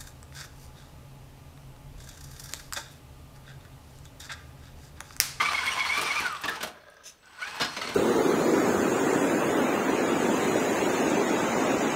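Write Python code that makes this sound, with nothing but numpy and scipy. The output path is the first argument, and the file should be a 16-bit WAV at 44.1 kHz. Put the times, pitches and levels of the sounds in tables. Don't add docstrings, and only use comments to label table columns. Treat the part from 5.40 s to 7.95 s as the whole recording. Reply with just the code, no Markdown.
import sys
import numpy as np
from scipy import signal
from scipy.fft import rfft, irfft
from scipy.io import wavfile
from scipy.ndimage import uniform_filter1d

SR = 44100
rng = np.random.default_rng(int(sys.argv[2]) if len(sys.argv) > 2 else 0)


def inscribe(sig):
    pcm = np.round(np.clip(np.atleast_2d(sig).T, -1, 1) * 32767)
    wavfile.write(sys.argv[1], SR, pcm.astype(np.int16))


def elevation(decibels):
    levels = np.asarray(decibels, float)
    return 10 ** (levels / 20)


N = 112454
T = np.arange(N) / SR


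def evened(x):
    return x / np.sqrt(np.mean(x ** 2) + 1e-20)


def shaped(x, points):
    point_hz, db = np.transpose(points)
    hz = np.fft.rfftfreq(len(x), 1 / SR)
    gain_db = np.interp(np.log(hz + 1), np.log(point_hz + 1), db)
    return irfft(rfft(x) * elevation(gain_db), len(x))


def band(x, lo_hz, hi_hz):
    edges_hz = [lo_hz, min(hi_hz, SR * .49)]
    return signal.sosfilt(signal.butter(2, edges_hz, "bandpass", fs=SR, output="sos"), x)


def resonate(x, peaks):
    return sum(elevation(db) * signal.lfilter(*signal.iirpeak(hz, hz / width, SR), x) for hz, width, db in peaks)


def wander(samples):
    once = uniform_filter1d(rng.standard_normal(N), int(samples))
    return evened(uniform_filter1d(once, int(samples)))


def clicks(per_s, spread_db):
    size = rng.standard_normal(N) * elevation(spread_db * np.minimum(rng.exponential(1, N), 3))
    return size * (rng.random(N) < per_s / SR)


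def span(start_s, end_s, fade_s):
    return np.clip(np.minimum(T - start_s, end_s - T) / fade_s, 0, 1)


def add(mix, start_s, sound):
    part = mix[round(start_s * SR):][:len(sound)]
    part += sound[:len(part)]


# centre_s, length_s, whine_db, low_gear_db, low_gear_hz
SURGES = [(.008, 0.014, -23, -23, 1210), (0.033, 0.015, -30, -26, 1150), (0.065, 0.026, -25.5, -29.5, 1190),
          (0.089, 0.0077, -28.5, -27, 1200), (0.153, 0.017, -27, -39, 1180),
          (0.191, 0.033, -28.5, -39, 1120), (.222, 0.027, -56, -39, 1000), (0.26, 0.018, -36, -46, 990),
          (0.282, 0.024, -26.5, -39, 1020), (0.308, 0.012, -31.5, -34.5, 1010),
          (0.357, 0.032, -46, -59, 1010), (0.386, 0.018, -34, -33, 1030),
          (0.414, 0.032, -26.5, -35.5, 1060), (0.452, 0.016, -32, -38.5, 960), (0.474, .015, -50, -39, 930),
          (0.5, 0.016, -27, -40, 1020), (0.533, 0.043, -28.5, -50, 1110),
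          (0.582, 0.031, -26.5, -29.5, 1180), (0.676, 0.061, -32, -35.5, 1190),
          (0.715, 0.02, -26, -43, 1150), (0.779, 0.037, -26.5, -31.5, 1215), (0.826, 0.022, -36, -36, 990),
          (0.862, 0.027, -26, -45, 730), (0.927, 0.064, -34, -54, 620), (2.006, 0.029, -46, -61, 620),
          (2.029, 0.02, -30.5, -51, 730), (2.067, 0.034, -42, -54, 820), (2.125, .03, -49, -48.5, 850),
          (2.178, 0.04, -48, -47.5, 870)]
# pitch_hz, level_db
UPPER_ORDERS = [(1500, -14), (2200, -7), (2700, -4.5), (3100, -14), (4600, -22)]


def whine(mesh_hz):
    wobble, rough = .018, .48
    fourth_db, coast_db = -9, -12
    centre_s, length_s, whine_db, low_db, low_hz = np.transpose(SURGES)
    strain = (mesh_hz / 1150) ** 2
    pitches_hz = [mesh_hz, np.interp(T, centre_s, low_hz)] * (1 + wobble * strain * wander(172))
    mesh_phase, low_phase = 2 * np.pi * np.cumsum(pitches_hz, axis=1) / SR
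    swing = np.clip((T - centre_s[:, None]) / (2 * length_s[:, None]), -.5, .5)
    bite = np.cos(np.pi * swing) ** 2
    upper = 0
    for order in (3, 4):
        order_db = np.interp(order * mesh_hz, *np.transpose(UPPER_ORDERS)) + (order - 3.5) * fourth_db
        upper = upper + elevation(order_db) * np.sin(order * mesh_phase) * (1 + rough * wander(180))
    coasting = uniform_filter1d(1. * (np.gradient(mesh_hz) < 0), 400)
    upper *= elevation(coast_db * coasting)
    second = np.sin(2 * mesh_phase) * (1 + rough * strain * wander(100))
    low = np.sin(low_phase) * (1 + 1.06 * rough * wander(108))
    return elevation(low_db) @ bite * low + elevation(whine_db) @ bite * (second + upper)


# time_s, mesh_hz, chatter_db
MOTOR = [(0, 1030, -29), (0.056, 1169, -32), (0.142, 1105, -33), (0.5, 1105, -34), (0.58, 1180, -33),
         (0.681, 1179, -33.5), (0.723, 1084, -32), (0.788, 1220, -35.5), (.828, 785, -35),
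         (0.999, 499.4, -47), (1.15, 400, -40.5), (1.36, 302, -62.5), (1.819, 297.8, -65.5),
         (1.834, 400, -61), (1.984, 467, -52.5), (2.018, 710.5, -40.5), (2.044, 775, -41.5),
         (2.086, 848, -41.5)]
# pitch_hz, width_hz, level_db
CASE = [(1050, 340, 6), (1500, 140, 1), (2640, 87, -0.5), (5050, 160, -2), (4300, 190, 2), (5750, 220, -2),
        (8500, 330, -7)]
# pitch_hz, density_db [dB per Hz]
CHATTER_COLOUR = [(40, -9.5), (500, -10), (800, -3.5), (1300, 2.5), (3000, 1.5), (6000, -10), (15600, -30)]
# pitch_hz, width_hz, level_db
CHASSIS = [(79.3, 31, 1), (140, 35, 0)]


def drivetrain():
    chatter_db, case_db, clump_db = -2.5, -3.5, 5
    rumble_db, rumble_share, rumble_lag_s = -37, 0.58, 0.094
    time_s, mesh_hz, motor_db = np.transpose(MOTOR)
    load_db = np.interp(T, time_s, motor_db)
    drive = evened(clicks(per_s=1100, spread_db=6.5)) + 2.63 * rng.standard_normal(N)
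    clumps = sum(elevation(clump_db * wander(850)) * resonate(drive, [peak]) for peak in CASE)
    chatter = evened(shaped(drive, CHATTER_COLOUR)) + elevation(case_db) * evened(clumps)
    chatter *= elevation(load_db + chatter_db + 0.91 * wander(240))
    late_db = np.interp(T - rumble_lag_s, time_s, motor_db)
    shake = evened(resonate(resonate(rng.standard_normal(N), CHASSIS), CHASSIS))
    rumble = elevation(rumble_db + rumble_share * late_db) * shake
    return chatter + rumble + 1.224 * whine(np.interp(T, time_s, mesh_hz))


# start_s, peak_db, pitch_hz, t60_s
RINGS = [(.003, -27, 1510, 0.1), (.048, -25.5, 1463, 0.1), (.083, -35, 4010, 0.17),
         (.232, -26, 1540, 0.089), (.262, -32.5, 3342, .15), (.316, -24.5, 2903, 0.071),
         (.45, -27, 2040, 0.067), (.66, -33, 3590, 0.097), (1.022, -45, 1450, 0.088),
         (1.04, -29, 2690, 0.07), (1.051, -26, 1137, 0.085), (1.058, -34, 2710, 0.053),
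         (1.079, -28, 3550, 0.077), (1.079, -23, 1767, 0.12), (1.091, -23, 1630, .05),
         (1.108, -45, 3480, 0.05), (1.113, -33, 1294, 0.27), (1.114, -32, 1850, 0.061),
         (1.16, -34.5, 879, 0.14), (1.206, -44, 2780, .08), (1.228, -39, 724.5, 0.27),
         (1.826, -51, 1460, 0.089), (1.979, -41, 1470, .12), (2.209, -35, 4183, 0.29),
         (2.208, -34.5, 5023, 0.32), (2.208, -35.5, 5470, .25), (2.212, -30.5, 2933, 0.15),
         (2.212, -29, 3557, 0.17), (2.28, -40, 4280, .15), (2.362, -40, 6220, 0.12),
         (2.365, -37.5, 4120, 0.17), (2.368, -34, 2150, 0.16), (2.412, -30, 4410, .07),
         (2.415, -29, 2046, 0.073), (2.42, -35, 2860, .1), (2.44, -35, 2250, .1), (2.46, -35.5, 4340, 0.18),
         (2.465, -35, 2104, .15), (2.5, -41, 2140, 0.18)]


def rings():
    rise_s, rough = .0025, .5
    out, t = np.zeros(N), T[:SR // 3]
    for start_s, db, hz, t60_s in RINGS:
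        buzz = 1 + rough * evened(band(rng.standard_normal(len(t)), 35, 120))
        envelope = elevation(db - 60 * t / t60_s) * (1 - np.exp(-t / rise_s))
        add(out, start_s, envelope * buzz * np.sin(2 * np.pi * hz * t))
    return out


# start_s,
# peak_db, bass_db, treble_db, pitch_hz
KNOCKS = [(.257, -39.5, -34, -1.5, 1060), (.573, -34.5, -6.5, -4.5, 728), (0.612, -32.5, -9, -0.5, 520),
          (.798, -33.5, -9, -7, 1005), (1.036, -28.5, -13.5, -25, 1713), (1.048, -37.5, -32, -34, 1170),
          (1.079, -28.5, -16.5, -15, 1793), (1.113, -39.5, -14, -27, 1305), (1.154, -39, -12, -11, 987),
          (1.206, -32.5, -23, -17, 1503), (1.228, -27.5, -15, -6, 630), (1.27, -37.5, -19, -9, 726),
          (2.071, -37.5, -24.5, -19, 1690), (2.198, -27, -9, -19, 478), (2.206, -24.5, -27, -22, 676),
          (2.216, -23.5, -28, -19, 1650), (2.244, -28, -45, -17, 980), (2.365, -30, -11.5, -18.5, 990),
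          (2.414, -29.5, -21, -18, 1288), (2.44, -34, -10, -25, 1006), (2.47, -32.5, -11, -28, 990),
          (2.544, -43, -6, 2, 1016), (1.012, -50, -11, 2, 510), (2.156, -53, -3, 3, 396),
          (2.488, -31.5, -11, -15.5, 892)]
# ratio [to the knock's pitch], level_db, t60_s
WOOD = [(1, 0, .14), (1.52, -6, .09), (2.03, -8, .07)]
# pitch_hz, density_db [dB per Hz]
BLOW = [(240, -1.5), (400, 0), (1530, 8), (1790, 2.5), (2440, 4), (3580, 3), (7000, -7.5), (9100, -18),
        (15400, -120)]


def knocks():
    rise_s, blow_t60_s, bass_t60_s, crack_t60_s = 0.0021, 0.13, 0.16, 0.074
    mode_db, mode_rough = -3.5, .35
    out, t = np.zeros(N), T[:SR // 3]
    rise = 1 - np.exp(-t / rise_s)
    for start_s, db, bass_db, treble_db, hz in KNOCKS:
        scrape, thump, snap = rng.standard_normal((3, len(t)))
        blow = evened(shaped(scrape, BLOW)) * rise * elevation(-60 * t / blow_t60_s)
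        buzz = 1 + mode_rough * evened(band(thump, 51, 116))
        modes = sum(elevation(d - 60 * t / t60_s) * np.sin(2 * np.pi * hz * ratio * t) for ratio, d, t60_s in WOOD)
        modes *= elevation(mode_db) * min(hz / 1500, 1) * rise * buzz
        bass = evened(band(thump, 121, 700)) * (1 - np.exp(-t / 0.016))
        bass *= elevation(bass_db + 11 - 60 * t / bass_t60_s)
        crack = evened(band(snap, 3400, 13700)) * rise * elevation(treble_db + 4.0 - 60 * t / crack_t60_s)
        add(out, start_s, elevation(db) * (blow + modes + bass + crack))
    return out


# start_s, peak_db, pitch_hz
TICKS = [(0.451, -23, 2620), (.864, -31, 4520), (0.925, -43.5, 10500), (0.967, -32.5, 3660),
         (1.019, -43, 11800), (1.056, -37, 12300), (1.096, -37.5, 12900), (1.5, -56, 9500),
         (1.542, -60, 9450), (1.568, -57, 5200), (1.611, -59, 3300), (1.828, -55, 3300), (1.857, -53, 5700),
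         (.866, -45, 14000)]


def ticks():
    t60_s = 0.026
    out, t = np.zeros(N), T[:SR // 3]
    for start_s, db, hz in TICKS:
        burst = rng.standard_normal(len(t)) * elevation(-60 * t / t60_s * (hz / 5000) ** .5)
        tick = 2.33 * band(burst, hz * 0.77, hz * 1.26) + 0.13 * band(burst, 2500, 13600)
        add(out, start_s, elevation(db) * tick)
    return out


# time_s, level_db
PWM = [
    (.8, -71),
    (.89, -59),
    (1.0, -63),
    (1.2, -76),
    (1.3, -100),
    (1.77, -100),
    (1.79, -73),
    (2.0, -64),
    (2.25, -61),
]


def controller():
    pwm_hz, throb_hz = 8000, 55
    throb = 1 + 0.66 * np.sin(2 * np.pi * throb_hz * T + 1.7 * wander(790))
    level = elevation(np.interp(T, *np.transpose(PWM))) * throb * (1 + .5 * wander(60))
    return level * np.sin(2 * np.pi * pwm_hz * T)


# pitch_hz, width_hz, level_db
CREAK = [(600, 260, 2), (1000, 90, -2), (1250, 120, 0), (1570, 150, 1), (3380, 260, -6)]


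def creak():
    slips = clicks(per_s=1500, spread_db=4.4)
    return elevation(-56) * span(1.17, 1.76, 0.16) * evened(resonate(resonate(slips, CREAK), CREAK))


# pitch_hz, width_hz, level_db
SERVO = [(2820, 380, -1), (3660, 720, -0.5), (5360, 420, 4.5), (6090, 130, 14), (6660, 180, -6),
         (9140, 500, -5)]


def servo():
    start_s, peak_s, rise_s, fall_s = 1.636, 1.675, 0.013, 0.014
    level_db, hiss_db, tail_db, tail_s = -42.5, -31, -18.5, 0.1
    gears = rng.standard_normal(N) + 0.51 * evened(clicks(per_s=1000, spread_db=3.4))
    away_s = abs(T - peak_s)
    shape = np.exp(-away_s ** 1.36 / np.where(T < peak_s, rise_s, fall_s) ** 1.12)
    case = evened(resonate(gears, SERVO))
    hiss = elevation(hiss_db) * evened(band(gears, 1500, 9600))
    twitch = (T > start_s) * shape * (case + hiss)
    tail = elevation(tail_db) * np.exp(-away_s / tail_s) * band(case, 2800, 5900)
    return elevation(level_db) * (twitch + tail)


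# pitch_hz, width_hz, level_db
STALL = [(880, 260, -3), (1180, 260, -2), (1470, 150, 1)]


def stall():
    level = elevation(-59 + 1.5 * wander(400)) * span(1.826, 2.0, 0.0048)
    grind = clicks(per_s=5000, spread_db=2.1)
    return level * evened(resonate(resonate(grind, STALL), STALL))


def room(x):
    t60_s, level_db = 0.43, -12.5
    t = T[:SR // 2]
    taps = rng.standard_normal(len(t)) * (t > .004)
    dark = band(taps, 76, 2960) * elevation(-60 * t / t60_s)
    bright = 0.77 * band(taps, 1970, 12300) * elevation(-90 * t / t60_s)
    tail = dark + bright
    return elevation(level_db) * signal.fftconvolve(x, tail / np.linalg.norm(tail))[:N]


# pitch_hz, density_db [dB per Hz]
AIR = [(25, 27.5), (70, 13), (600, 14.5), (1600, -16), (5500, -21), (15600, -5)]


def basement_air():
    return elevation(-62 + 0.84 * wander(3300)) * evened(shaped(rng.standard_normal(N), AIR))


def scene():
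    near = drivetrain() + rings() + knocks() + ticks() + controller() + creak() + servo() + stall()
    return (near + room(near) + basement_air())[None]


def roll_off(x):
    return signal.sosfilt(signal.butter(12, 15700, fs=SR, output="sos"), x)


def record(dry):
    dry = signal.sosfilt(signal.butter(2, 45, "highpass", fs=SR, output="sos"), dry)
    lowpass = signal.firwin(511, 15750, window=("kaiser", 9), fs=SR)
    dry = signal.oaconvolve(dry, lowpass[None], "same")
    return roll_off(dry)


dry = scene()
out = record(dry)
inscribe(out)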